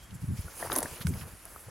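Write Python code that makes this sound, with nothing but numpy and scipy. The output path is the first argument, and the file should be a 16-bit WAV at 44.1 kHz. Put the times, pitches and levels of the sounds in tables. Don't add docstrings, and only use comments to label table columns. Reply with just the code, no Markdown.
import sys
import numpy as np
from scipy import signal
from scipy.fft import rfft, irfft, next_fast_len
from scipy.io import wavfile
from scipy.ndimage import uniform_filter1d, map_coordinates

SR = 44100
rng = np.random.default_rng(int(sys.argv[2]) if len(sys.argv) > 2 else 0)


def put_to_file(sound):
    columns = np.atleast_2d(sound).T
    safe = np.clip(columns, -1, 1)
    whole_steps = np.round(safe * 32767)
    wavfile.write(sys.argv[1], SR, whole_steps.astype(np.int16))


N = 74970
HIT_S, HIT_WINDOW_S = 0.08, 0.005


def amp(db):
    return 10 ** (np.asarray(db) / 20)


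def unit(x):
    return x / np.sqrt(np.mean(x ** 2) + 1e-20)


def along(points, hz):
    f, v = np.transpose(points)
    return np.interp(np.log(hz + 1), np.log(f + 1), v)


def curves(rows):
    s, *cols = np.transpose(rows)
    return [np.interp(np.arange(N) / SR, s, c) for c in cols]


def wobble(rate):
    knots = rng.standard_normal(N // 20)
    return map_coordinates(knots, [np.arange(N) * rate / SR], mode="wrap")


def coloured(x, spectrum):
    n = x.shape[-1]
    m = 2 * next_fast_len(n)
    gain = amp(along(spectrum, np.fft.rfftfreq(m, 1 / SR)))
    cepstrum = irfft(np.log(gain + 1e-6), m)
    cepstrum[1:m // 2] *= 2
    cepstrum[m // 2 + 1:] = 0
    response = np.exp(rfft(cepstrum))
    return irfft(rfft(x, m) * response, m)[..., :n]


def panned(x, pan_db):
    return x * amp(np.array([[pan_db], [-pan_db]]) / 2)


def spread(pair, side_db, pan_db):
    mid = unit(pair[0])
    side = amp(side_db) * unit(pair[1])
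    return unit(panned(np.array([mid + side, mid - side]), pan_db))


def grains(rate, scatter_db, smooth_db):
    struck = rng.random((2, N)) < rate / SR
    sign = rng.choice([-1, 1], (2, N))
    strength = amp(scatter_db * np.clip(rng.standard_normal((2, N)), -2, 2))
    bed = amp(smooth_db) * rng.standard_normal((2, N))
    return unit(struck * sign * strength) + bed


def patchy(x, depth_db):
    z = signal.stft(x, nperseg=512)[2]
    field = rng.standard_normal(z.shape[1:])
    field = uniform_filter1d(field, size=7, axis=0)
    field = uniform_filter1d(field, size=12, axis=1)
    return signal.istft(z * amp(depth_db * unit(field)), nperseg=512)[1][:, :N]


def swells(rows, side_db, pan_db, skirt_db):
    out, t = np.zeros((2, N)), np.arange(N) / SR
    for s, length, db, hz in rows:
        band = [(hz * 2.0 ** octave, skirt_db * abs(octave)) for octave in range(-2, 3)]
        rub = coloured(grains(1500, scatter_db=2, smooth_db=-9.5), band)
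        swell = np.exp(-(2 * (t - s) / length) ** 2 / 2)
        out += amp(db) * swell * spread(rub, side_db, pan_db)
    return out


def hit(x):
    return x / np.sqrt(np.sum(x ** 2) / (HIT_WINDOW_S * SR) + 1e-20)


def fracture(t60, spectrum, fibre_rate, break_db):
    t = np.arange(int(HIT_S * SR)) / SR
    torn = rng.random(len(t)) < fibre_rate / SR
    fibres = torn * rng.standard_normal(len(t)) * amp(-60 * t / t60)
    fibres[0] = rng.choice([-1, 1]) * amp(break_db) * np.linalg.norm(fibres)
    return hit(coloured(fibres, spectrum))


def ringing(push, hz, t60):
    t = np.arange(len(push)) / SR
    mode = np.cos(2 * np.pi * hz * t) * amp(-60 * t / t60)
    return hit(signal.fftconvolve(push, mode)[:len(t)])


def add(out, s, x):
    i = max(round(s * SR), 0)
    out[:, i:i + x.shape[-1]] += x[..., :N - i]


def open_air():
    # f/Hz, level/dB
    air_colour = [(20, -11), (50, 23), (120, 0), (300, 1), (650, -1.5), (1500, 1.5), (2800, -5),
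                  (3800, -10), (7300, -7.5), (8500, -9), (10400, -5), (16000, -24)]
    level_db = -54
    hiss = coloured(rng.standard_normal((2, N)), air_colour)
    return amp(level_db) * spread(hiss, side_db=-9, pan_db=0)


def buffeting():
    # t/s, level before trim/dB
    buffet_levels = [(0.0, -52.5), (0.08, -55.5), (0.132, -37.5), (0.16, -34.5), (0.178, -50),
                     (0.22, -38.5), (0.243, -24.5), (0.262, -48.5), (0.288, -24.5), (0.338, -28.5),
                     (0.375, -46), (0.397, -23.5), (0.425, -60), (0.458, -32.5), (0.492, -68), (0.58, -56),
                     (0.67, -42), (0.81, -56), (0.85, -39), (0.904, -53), (0.928, -38), (0.975, -80),
                     (1.014, -30.5), (1.034, -55), (1.06, -27), (1.11, -28.5), (1.15, -31), (1.175, -31),
                     (1.23, -39), (1.27, -43.5), (1.31, -59), (1.339, -44), (1.37, -63), (1.5, -59),
                     (1.535, -54), (1.64, -66), (1.68, -40.5), (1.7, -49)]
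    # f/Hz, level/dB
    rumble_colour = [(15, -10), (30, 9), (50, -21.5), (80, -2), (115, -1.5), (180, -2.5), (250, -12),
                     (330, -18.5), (500, -25), (1000, -114)]
    trim_db = -4.5
    lag_s = 0.00063
    raw = coloured(rng.standard_normal(N), rumble_colour)
    even = raw / np.sqrt(np.abs(uniform_filter1d(raw ** 2, size=700)) + 1e-12)
    body = coloured(even, [(12, -39), (55, 19.0), (350, 4), (700, -25.5), (2000, -99)])
    level_db, = curves(buffet_levels)
    rumble = amp(level_db + trim_db) * unit(body)
    t = np.arange(N) / SR
    return np.array([np.interp(t - lag_s, t, rumble), rumble])


def grass():
    # t/s, treble level before trim/dB, upper-mid level before trim/dB
    swish_levels = [(0.0, -74, -65), (0.04, -59, -64), (0.08, -80.5, -91), (0.15, -54, -87),
                    (0.19, -74, -80), (0.22, -54, -63), (0.31, -62, -75), (0.38, -48.5, -54),
                    (0.48, -54, -60.5), (0.6, -43, -51), (0.66, -42, -51), (0.693, -49, -55),
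                    (0.715, -41, -47), (0.8, -45, -54), (0.87, -46.5, -52), (0.95, -45.5, -55),
                    (0.99, -52, -56), (1.025, -42.5, -52), (1.053, -65, -61), (1.085, -63, -59),
                    (1.12, -51, -60.5), (1.19, -49, -53.5), (1.235, -51, -57), (1.25, -56, -72),
                    (1.285, -49, -60.5), (1.32, -55, -66), (1.42, -55.5, -65.5), (1.5, -53.5, -62.5),
                    (1.6, -50.5, -65.5), (1.7, -58.5, -68)]
    # f/Hz, level/dB
    blade_colour = [(3800, -32), (6500, -14), (7500, -10), (8600, -9.5), (9500, -5.5), (10800, -0.5),
                    (11700, -5), (13000, -10.5), (14500, -16), (16000, -17)]
    # f/Hz, level/dB
    leaf_colour = [(1000, -43), (2200, 9.5), (2800, 8), (3400, 4.5), (4000, 4), (4800, 8), (5700, 7),
                   (7200, 4), (9000, -39), (13000, -20), (16000, 0)]
    blade_trim_db, leaf_trim_db = -1.5, 0.5
    treble_db, mids_db = curves(swish_levels)
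    blades = coloured(grains(5800, scatter_db=9, smooth_db=2), blade_colour)
    blades = spread(patchy(blades, depth_db=3.2), side_db=-17.5, pan_db=-2.0)
    leaves = coloured(grains(1400, scatter_db=1.0, smooth_db=-2.5), leaf_colour)
    leaves = spread(patchy(leaves, depth_db=1.5), side_db=-7, pan_db=0.5)
    blade_gain = amp(treble_db + blade_trim_db + 0.69 * wobble(70.04))
    leaf_gain = amp(mids_db + leaf_trim_db + 1.5 * wobble(49.1))
    return blade_gain * blades + leaf_gain * leaves


def tread():
    # t/s, level before trim/dB
    tread_levels = [(0.0, -67.5), (0.3, -63), (0.5, -54), (0.595, -51.5), (0.61, -42), (0.662, -41),
                    (0.693, -48.5), (0.722, -39), (0.745, -38.5), (0.775, -37), (0.805, -42.5), (0.84, -43),
                    (0.885, -47), (0.95, -49.5), (1.04, -53.5), (1.1, -63), (1.15, -47.5), (1.22, -54.5),
                    (1.3, -54.5), (1.4, -66.5), (1.465, -53), (1.5, -57), (1.57, -54.5), (1.66, -62.5),
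                    (1.7, -53)]
    # f/Hz, level/dB
    litter_colour = [(100, -3), (200, -7.5), (290, -2), (380, 1.5), (530, 1.5), (720, -2.5), (950, -1),
                     (1400, -3.5), (1850, -7.5), (2500, -29), (4000, -75), (9000, -104)]
    trim_db = -1.5
    level_db, = curves(tread_levels)
    crumble = coloured(grains(650, scatter_db=0.5, smooth_db=-12), litter_colour)
    gain = amp(level_db + trim_db + 1.05 * wobble(89.7))
    return gain * spread(crumble, side_db=-15.5, pan_db=1.5)


def thin_tones():
    # centre t/s, length/s, level/dB, f/Hz
    tone_rows = [(0.033, 0.078, -64, 3210), (0.038, 0.03, -65.5, 7500), (0.148, 0.0099, -56.5, 7470),
                 (0.163, 0.0088, -71, 7660)]
    waver_hz = 89.4
    out, t = np.zeros(N), np.arange(N) / SR
    for s, length, db, hz in tone_rows:
        phase = 2 * np.pi * np.cumsum(hz + waver_hz * wobble(150)) / SR
        swell = np.exp(-2 * ((t - s) / length) ** 2)
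        out += amp(db) * swell * unit(np.sin(phase))
    return out


def stems():
    # t/s, level before trim/dB, ring f/Hz, ring level against the splintering/dB, ring t60/s,
    # splintering t60/s, muffled above f/Hz, left-right balance/dB
    snap_rows = [(0.108, -51.5, 3000, 4, 0.0082, 0.015, 4860, -13),
                 (0.7185, -30, 3900, -7.5, 0.0084, 0.0095, 3950, 5),
                 (0.729, -25.5, 9500, 10, 0.0027, 0.016, 15100, -4),
                 (0.7358, -28, 13300, 22, 0.003, 0.031, 15100, -1),
                 (0.7544, -29, 6400, -1.5, 0.0077, 0.063, 8000, 4.5),
                 (0.762, -19, 10700, -10, 0.0059, 0.013, 14100, -2.5),
                 (0.786, -19, 10460, -4.5, 0.0077, 0.017, 14300, 3),
                 (0.8044, -31.5, 10000, -18, 0.0074, 0.014, 15000, -5),
                 (0.828, -26.5, 8320, -3.5, 0.015, 0.033, 8800, -0.5),
                 (1.0698, -32, 2250, -2.5, 0.012, 0.0028, 7300, -5.5),
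                 (1.0683, -35.5, 1390, 33, 0.012, 0.0077, 2980, -8),
                 (1.138, -42.5, 2260, 7, 0.017, 0.0061, 6400, 3),
                 (1.211, -45.5, 2760, 19, 0.0044, 0.027, 3520, -10),
                 (1.454, -37.5, 10900, 8, 0.0033, 0.0042, 14000, -2.5)]
    # f/Hz, level/dB
    splinter_colour = [(500, -49), (1500, -7.5), (2900, -14), (3900, -10), (6500, -6.5), (9000, -9),
                       (9900, 7.5), (10800, 4), (12000, 1), (14200, -4.5), (16000, -16)]
    trim_db, muffle_db_per_octave = -5, -17.5
    out = np.zeros((2, N))
    for s, db, hz, ring_db, ring_t60, t60, top_hz, pan_db in snap_rows:
        colour = [(f, level + muffle_db_per_octave * max(np.log2(f / top_hz), 0))
                  for f, level in splinter_colour]
        crack = fracture(t60, colour, fibre_rate=13000, break_db=-9)
        snap = hit(crack + amp(ring_db) * ringing(crack, hz, ring_t60))
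        add(out, s, panned(amp(db + trim_db) * snap, pan_db))
    return out


def brush(x):
    # f/Hz, level/dB
    scatter_colour = [(300, -21), (1500, 2)]
    t60_s = 0.066
    t = np.arange(SR // 4) / SR
    tail = coloured(rng.standard_normal((2, len(t))), scatter_colour) * amp(-60 * t / t60_s)
    return signal.fftconvolve(x, tail / np.linalg.norm(tail[0]), axes=1)[:, :N]


def scuffs():
    # centre t/s, length/s, level/dB, centre f/Hz
    scuff_rows = [(0.154, 0.017, -61, 7050), (0.78, 0.0086, -31, 10700), (0.95, 0.071, -53.5, 2570),
                  (1.014, 0.011, -45.5, 1620), (1.019, 0.016, -45, 3600), (1.082, 0.03, -44, 9400),
                  (1.226, 0.025, -50.5, 1250)]
    return swells(scuff_rows, side_db=-10.5, pan_db=-4.5, skirt_db=-18)


def twigs():
    # t/s, level before trim/dB, ring f/Hz, ring level against the crack/dB
    crack_rows = [(0.481, -37.5, 1430, 3), (0.6268, -23.5, 1820, -7.5), (0.649, -27, 527, 23),
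                  (0.6605, -31, 960, 7), (0.672, -32, 1110, -14), (0.7002, -25, 1700, -10.5),
                  (0.7149, -28, 530, 13), (0.7185, -28, 1280, 10), (0.7265, -28, 680, -14),
                  (0.7525, -35.5, 1900, -7), (0.7625, -23, 1050, 8), (0.767, -28, 566, 0),
                  (0.775, -27.5, 910, -11), (0.789, -26.5, 597, -17), (0.8195, -27, 750, -8),
                  (0.829, -26, 740, -22), (0.8575, -29.5, 1720, -1), (1.0705, -39.5, 950, 3),
                  (1.2117, -46, 1330, 9), (1.236, -43, 1250, 1), (1.561, -36.5, 1300, 0),
                  (1.685, -40.5, 440, 11)]
    # f/Hz, level/dB
    twig_colour = [(120, -10.5), (300, -9.5), (560, 2.5), (950, -0.5), (1400, -10.5), (1900, -13.5),
                   (2300, -15.5), (2800, -33.5), (8000, -40)]
    trim_db = -7.5
    crack_t60_s, ring_t60_s = 0.011, 0.022
    out = np.zeros((2, N))
    for s, db, hz, ring_db in crack_rows:
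        crack = fracture(crack_t60_s, twig_colour, fibre_rate=9400, break_db=-5)
        knock = hit(crack + amp(ring_db) * ringing(crack, hz, ring_t60_s))
        add(out, s, panned(amp(db + trim_db) * knock, pan_db=2.0))
    return out


def pushes():
    # centre t/s, length/s, level/dB, centre f/Hz
    push_rows = [(0.72, 0.03, -41.5, 317), (0.78, 0.033, -37, 265), (0.848, 0.018, -38.5, 286),
                 (1.1, 0.052, -48.5, 344), (1.28, 0.013, -51.5, 505), (1.466, 0.022, -56, 650)]
    return swells(push_rows, side_db=-39, pan_db=0.5, skirt_db=-20)


def thumps():
    # t/s, peak level/dB, f/Hz
    thump_rows = [(1.047, -22, 153), (1.084, -29.5, 144), (1.102, -31.5, 245), (1.133, -34.5, 174)]
    rise_s, t60_s = 0.0095, 0.039
    out, t = np.zeros((2, N)), np.arange(int(HIT_S * SR)) / SR
    shape = (1 - np.exp(-(t / rise_s) ** 2)) * amp(-60 * t / t60_s)
    for s, db, hz in thump_rows:
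        cycles = np.sin(2 * np.pi * (hz * t + rng.random()))
        add(out, s, amp(db) * shape / shape.max() * cycles)
    return out


def scene():
    brush_db = -9.5
    breaks = stems() + twigs()
    step = tread() + breaks + amp(brush_db) * brush(breaks) + pushes()
    foliage = grass() + scuffs()
    return open_air() + buffeting() + foliage + thin_tones() + step + thumps()


def record(dry):
    top_hz = 15950
    m = next_fast_len(N + SR // 2)
    kept = np.fft.rfftfreq(m, 1 / SR) < top_hz
    return irfft(rfft(dry, m) * kept, m)[:, :N]


dry = scene()
out = record(dry)
put_to_file(out)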